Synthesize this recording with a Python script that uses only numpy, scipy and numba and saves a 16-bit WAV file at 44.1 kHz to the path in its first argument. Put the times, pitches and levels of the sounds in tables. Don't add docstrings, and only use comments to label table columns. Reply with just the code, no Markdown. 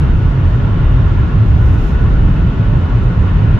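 import sys
import numpy as np
from scipy import signal
from scipy.fft import rfft, irfft
from scipy.io import wavfile
from scipy.ndimage import uniform_filter1d, minimum_filter1d
from numba import njit

SR = 44100
rng = np.random.default_rng(int(sys.argv[2]) if len(sys.argv) > 2 else 0)


def volts_from_decibels(level):
    exponent = np.asarray(level, float) / 20
    return 10 ** exponent


def int16_out(signal):
    q = np.round(np.clip(np.atleast_2d(signal).T, -1, 1) * 32767)
    wavfile.write(sys.argv[1], SR, q.astype(np.int16))


N = 158319

# (frequency [Hz], level per Hz [dB])
WIND_COLOUR = [(3000, -3.5), (3700, -7.5), (5000, -8), (6300, -11.5), (7600, -16), (9800, -29),
               (11500, -21.5), (15500, -24.5)]
# (time [s], rise [s], hold [s], fall [s], level [dB])
SLEEVE_RUBS = [
    (0.187, 0.093, 0.03, .12, -73),
    (0.559, 0.077, 0.016, 0.059, -72.5),
    (0.762, 0.035, 0.037, .05, -76.5),
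    (1.66, 0.14, 0.23, .08, -61.5),
    (2, 0.081, 0.15, .08, -74.5),
    (2.248, 0.1, 0.1, .12, -73),
    (2.829, 0.066, 0.04, 0.049, -77.5),
    (3.2, 0.017, 0.022, 0.11, -75),
]
# (frequency [Hz], level per Hz [dB])
CLOTH_COLOUR = [(3500, -4), (5000, 2.5), (6500, 2), (8000, -3.5), (9800, -7), (11500, 0.5), (13000, -6),
                (15500, -3.5)]
# (time [s], level [dB])
TYRE_LEVEL = [(0.03, -32.5), (0.14, -34), (0.17, -36), (0.2, -34.5), (0.84, -32.5), (1.67, -33.5),
              (3.25, -33), (3.27, -31.5), (3.55, -32)]
# (frequency [Hz], level per Hz [dB])
ROAR_COLOUR = [(500, -12), (780, -13.5), (1050, -4), (1200, -6.5), (1490, -7.5), (1580, -9.5), (2300, -16),
               (3900, -24)]
# (frequency [Hz], width [Hz], level [dB])
PANEL_RINGS = [(588, 39, -12.5), (920, 290, -9.5), (1119, 36, -9.5), (1350, 58, -11.5), (1400, 30, -13.5),
               (1472, 40, -10), (1671, 31, -15.5), (1790, 60, -21.5), (2070, 80, -27), (2615, 360, -17),
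               (2804, 77, -24), (2958, 200, -19), (3700, 260, -26.5)]
# (frequency [Hz], width [Hz], level [dB])
CABIN_DIPS = [(740, 40, -3.5), (1155, 41, -5.5), (1550, 56, -3), (1623, 50, -3.5), (2290, 73, -3),
              (3920, 200, -5.5)]
# (time [s], level [dB])
ROAD_LEVEL = [(0.03, -11.5), (.3, -17.5), (0.9, -13), (1.4, -14.5), (1.85, -14.5), (2.3, -12.5),
              (2.7, -15.5), (3.2, -14.5), (3.5, -13)]
# (frequency [Hz], width [Hz], level [dB])
BODY_RINGS = [(30, 14, 0), (46, 8, -6.5), (60.7, 7.5, -9), (73, 13, -6), (93, 24, -2.5), (123.3, 17, -5.5),
              (144.7, 26, -3), (172.6, 22, -5.5), (203.4, 11, -12.5), (404, 49, -22.5)]
# (frequency [Hz], level per Hz [dB])
SHAKE_COLOUR = [(18, -26), (28, -7), (120, -4.5), (200, -10), (300, -17.5), (450, -27.5), (700, -36),
                (1200, -48)]
# (frequency [Hz], level per Hz [dB])
DRONE_COLOUR = [(150, -24), (230, -2), (320, -6), (410, -10), (520, -15.5), (700, -18.5), (900, -20.5)]
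# (time [s], peak level [dB], ring frequency [Hz])
SEAT_THUDS = [(0.052, -8, 70.0), (0.095, -8.5, 36.0), (0.154, -10, 68.0), (0.29, -7, 44.0),
              (0.463, -8.5, 38.0), (0.537, -12, 54.0), (0.653, -9.5, 48.0), (0.853, -5.5, 44.0),
              (0.875, -6, 76.0), (0.925, -5, 44.0), (0.964, -5.5, 58.0), (1.041, -7.5, 42.0),
              (1.093, -9, 60.0), (1.107, -12, 38.0), (1.177, -8, 40.0), (1.227, -7, 70.0),
              (1.272, -12.5, 56.0), (1.358, -7.5, 46.0), (1.388, -10, 76.0), (1.49, -7, 48.0),
              (1.537, -4.5, 72.0), (1.556, -10, 36.0), (1.619, -9, 44.0), (1.669, -4.5, 70.0),
              (1.694, -5.5, 50.0), (1.764, -10.5, 56.0), (1.816, -8.5, 36.0), (1.862, -8.5, 52.0),
              (1.95, -8.5, 66.0), (1.984, -10, 34.0), (2.027, -6.5, 50.0), (2.061, -10.5, 36.0),
              (2.066, -9, 78.0), (2.132, -6, 46.0), (2.163, -12.5, 64.0), (2.24, -7, 50.0),
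              (2.313, -5.5, 44.0), (2.401, -9, 46.0), (2.444, -9.5, 70.0), (2.51, -10.5, 38.0),
              (2.599, -14, 68.0), (2.683, -8.5, 44.0), (2.687, -12.5, 70.0), (2.741, -8, 44.0),
              (2.766, -12, 74.0), (2.937, -7.0, 50.0), (3.016, -14, 36.0), (3.018, -10.5, 72.0),
              (3.07, -6, 48.0), (3.213, -6, 76.0), (3.22, -10.5, 50.0), (3.361, -5, 46.0),
              (3.497, -10.5, 76.0), (3.531, -11.5, 38.0)]
# (time [s], peak level [dB], ring frequency [Hz])
CABIN_BOOMS = [(0.075, -12.5, 134.6), (0.181, -9, 101.7), (0.234, -10, 116.8), (0.254, -10, 82.4),
               (0.354, -10, 131.5), (0.397, -10.5, 98.0), (0.41, -14.5, 134.6), (0.467, -5, 83.5),
               (0.549, -8.5, 106.0), (0.578, -8, 123.4), (0.646, -14.5, 100.7), (0.658, -13.5, 125.5),
               (0.714, -8, 100.7), (0.839, -10.5, 110.2), (0.939, -4.5, 96.8), (0.973, -6.5, 125),
               (1.007, -10, 98.0), (1.075, -8.5, 80.4), (1.098, -10.5, 118.6), (1.118, -7, 96.0),
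               (1.181, -7.5, 90.3), (1.19, -13, 130.5), (1.222, -10.5, 110.0), (1.34, -11, 124.0),
               (1.39, -8, 106.2), (1.431, -7, 113.4), (1.506, -5.5, 95.4), (1.526, -10.5, 129),
               (1.574, -10, 87), (1.624, -7, 110.4), (1.696, -9.5, 113.9), (1.728, -6, 88.2),
               (1.78, -9, 108.7), (2.048, -10, 100.2), (2.068, -10, 119), (2.229, -10, 103.3),
               (2.274, -11, 81.9), (2.313, -12, 128), (2.469, -12, 112.3), (2.569, -14.5, 91),
               (2.599, -13, 131), (2.617, -6.5, 106), (2.698, -8, 108.0), (2.746, -15, 148),
               (2.773, -11, 118.6), (2.839, -9, 85.5), (2.964, -8, 111), (3.059, -14, 96.3),
               (3.075, -5.5, 122.2), (3.193, -8.5, 107.3), (3.259, -10.5, 95), (3.313, -14, 140.5),
               (3.376, -10.5, 84.2), (3.44, -5.5, 107.3), (3.506, -16, 121.4), (3.565, -10.5, 106.6)]
# (frequency [Hz], level [dB])
STEREO_WIDTH = [(25, -22.5), (60, -12), (125, -19.5), (250, -10), (500, -5), (1200, -2), (3000, -3),
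                (6000, 0.5)]
# (frequency [Hz], level [dB])
STEREO_LEAN = [(60, -0.7), (500, 0), (1000, -1.7), (2000, 1.5), (4000, -1.5), (8000, -2), (12000, 4)]


def level(x, db):
    return x * volts_from_decibels(db) / np.sqrt(np.mean(x ** 2))


def bin_hz():
    return np.arange(N // 2 + 1) * SR / N


def at_hz(table):
    hz, db = np.array(table).T
    return np.interp(np.log(np.maximum(bin_hz(), 1)), np.log(hz), db)


def at_s(table):
    s, db = np.array(table).T
    return volts_from_decibels(uniform_filter1d(np.interp(np.arange(N) / SR, s, db), size=1001))


def walk(rate):
    hold = int(SR / rate)
    steps = np.repeat(rng.standard_normal(N // hold + 1), hold)
    return uniform_filter1d(uniform_filter1d(steps, hold), hold)[:N]


def colour(table, flicker_db, rate):
    octaves = np.log2(np.maximum(bin_hz(), 1))
    low, high = np.log2(table[0][0]), np.log2(table[-1][0])
    past_ends = np.maximum(low - octaves, 0) + np.maximum(octaves - high, 0)
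    spectrum = rfft(rng.standard_normal((2, N))) * volts_from_decibels(at_hz(table) - 48 * past_ends)
    out = 0
    for octave in range(int(low) - 1, int(high) + 3):
        share = np.clip(1 - abs(octaves - octave), 0, 1)
        out = out + irfft(spectrum * share, N) * volts_from_decibels(flicker_db * walk(rate))
    return level(out, 0)


def dips_and_peaks(hz, width):
    return 1 / (1 + (2 * (bin_hz() - hz) / width) ** 2)


def ring(modes, flicker_db, rate):
    out = 0
    for hz, width, db in modes:
        noise = rfft(rng.standard_normal((2, N)))
        tone = level(irfft(noise * dips_and_peaks(hz, width), N), db)
        out = out + tone * volts_from_decibels(flicker_db * walk(rate))
    return out


def cells(x, draw, bins, frames):
    f, t, spectrum = signal.stft(x, SR, nperseg=1024, noverlap=768)
    db = draw(f[::bins, None], (len(f[::bins]), len(t[::frames])))
    db = db.repeat(bins, axis=0).repeat(frames, axis=1)[:len(f), :len(t)]
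    return signal.istft(spectrum * volts_from_decibels(db), SR, nperseg=1024, noverlap=768)[1][:, :N]


def wind():
    return volts_from_decibels(-55.5) * colour(WIND_COLOUR, 0.98, 13)


def grit():
    tick_s, tick_db, t60_s = 3.034, -57.5, 0.11
    t = np.arange(N) / SR - tick_s
    fade = (t > 0) * np.exp(-np.log(1000) * np.maximum(t, 0) / t60_s)
    return volts_from_decibels(tick_db) * fade * colour(CLOTH_COLOUR, 0, 20)


def sleeve():
    t = np.arange(N) / SR
    rubs = 0
    for start, rise, hold, fall, db in SLEEVE_RUBS:
        swell = 1 + (t - start) / rise
        fade = 1 - (t - start - hold) / fall
        rubs = rubs + volts_from_decibels(db) * np.clip(np.minimum(swell, fade), 0, 1)
    grain = volts_from_decibels(1.5 * walk(90))
    return rubs * grain * colour(CLOTH_COLOUR, 0.82, 22)


def tyres():
    roar = colour(ROAR_COLOUR, 0.51, 7.3) + ring(PANEL_RINGS, 1.8, 5)
    patchy_db = 1.2
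    roar = cells(roar, lambda f, size: patchy_db * rng.standard_normal(size), 2, 14)
    dips_db = sum(db * dips_and_peaks(hz, width) for hz, width, db in CABIN_DIPS)
    roar = irfft(rfft(roar) * volts_from_decibels(dips_db), N)
    return level(roar, 0) * at_s(TYRE_LEVEL)


def jolts(table):
    swell_s, side_db = 0.024, -1
    out = np.zeros((2, N))
    phases = rng.random((len(table), 2))
    for (s, db, hz), phase in zip(table, phases):
        first = max(int((s - 4 * swell_s) * SR), 0)
        at = slice(first, int((s + 4 * swell_s) * SR))
        t = np.arange(N)[at] / SR - s
        swell = np.exp(-.5 * (t / swell_s) ** 2)
        out[:, at] += volts_from_decibels(db) * swell * np.cos(2 * np.pi * (hz * t + phase[:, None]))
    return out * volts_from_decibels(np.array([[0], [side_db]]))


def body():
    shake_db, drone_db = -6.5, -27.5
    boom = level(ring(BODY_RINGS, 1.9, 3.0), 0) + volts_from_decibels(shake_db) * colour(SHAKE_COLOUR, 0.7, 11)
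    boom = level(boom, 0) * at_s(ROAD_LEVEL)
    drone = volts_from_decibels(drone_db) * colour(DRONE_COLOUR, 0.47, 2.8)
    return boom + jolts(SEAT_THUDS) + jolts(CABIN_BOOMS) + drone


def spread(x):
    mid, side = rfft(x)
    side = side * volts_from_decibels(at_hz(STEREO_WIDTH))
    lean = volts_from_decibels(at_hz(STEREO_LEAN) / 2)
    return irfft(np.array([(mid + side) * lean, (mid - side) / lean]), N)


def gated(x):
    gate_hz, share, gate_db = 7300, .6, -32
    return cells(x, lambda f, size: gate_db * (rng.random(size) < share) * (f > gate_hz), 2, 4)


def scene():
    cloth = sleeve()
    faint = gated(spread(cloth + wind()))
    clear_cloth = volts_from_decibels(-3.5) * cloth
    return faint + spread(grit() + clear_cloth + tyres() + body())


@njit
def follow(x, release):
    e, out = 0., np.empty(len(x))
    for i in range(len(x)):
        e = x[i] if x[i] > e else e + (x[i] - e) * release
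        out[i] = e
    return out


def limit_bass(x):
    split_hz, release_s, ceiling_db = 260, 0.02, -.4
    bass = signal.sosfiltfilt(signal.butter(2, split_hz, fs=SR, output="sos"), x)
    peak = follow(np.abs(x).max(axis=0), 1 / (release_s * SR))
    gain = minimum_filter1d(np.minimum(1, volts_from_decibels(ceiling_db) / (peak + 1e-9)), size=801)
    gain = uniform_filter1d(uniform_filter1d(gain, size=401), size=401)
    return x - bass * (1 - gain)


def low_pass(x):
    return signal.sosfilt(signal.butter(12, 15480, fs=SR, output="sos"), x)


def record(dry):
    low_cut_hz, edge_hz, edge_share, edge_db = 26, 15200, .5, -32
    mix = signal.sosfiltfilt(signal.butter(6, low_cut_hz, "high", fs=SR, output="sos"), dry)
    mix = cells(mix, lambda f, size: edge_db * (rng.random(size[1]) < edge_share) * (f > edge_hz), 1, 8)
    return low_pass(limit_bass(mix))


dry = scene()
out = record(dry)
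int16_out(out)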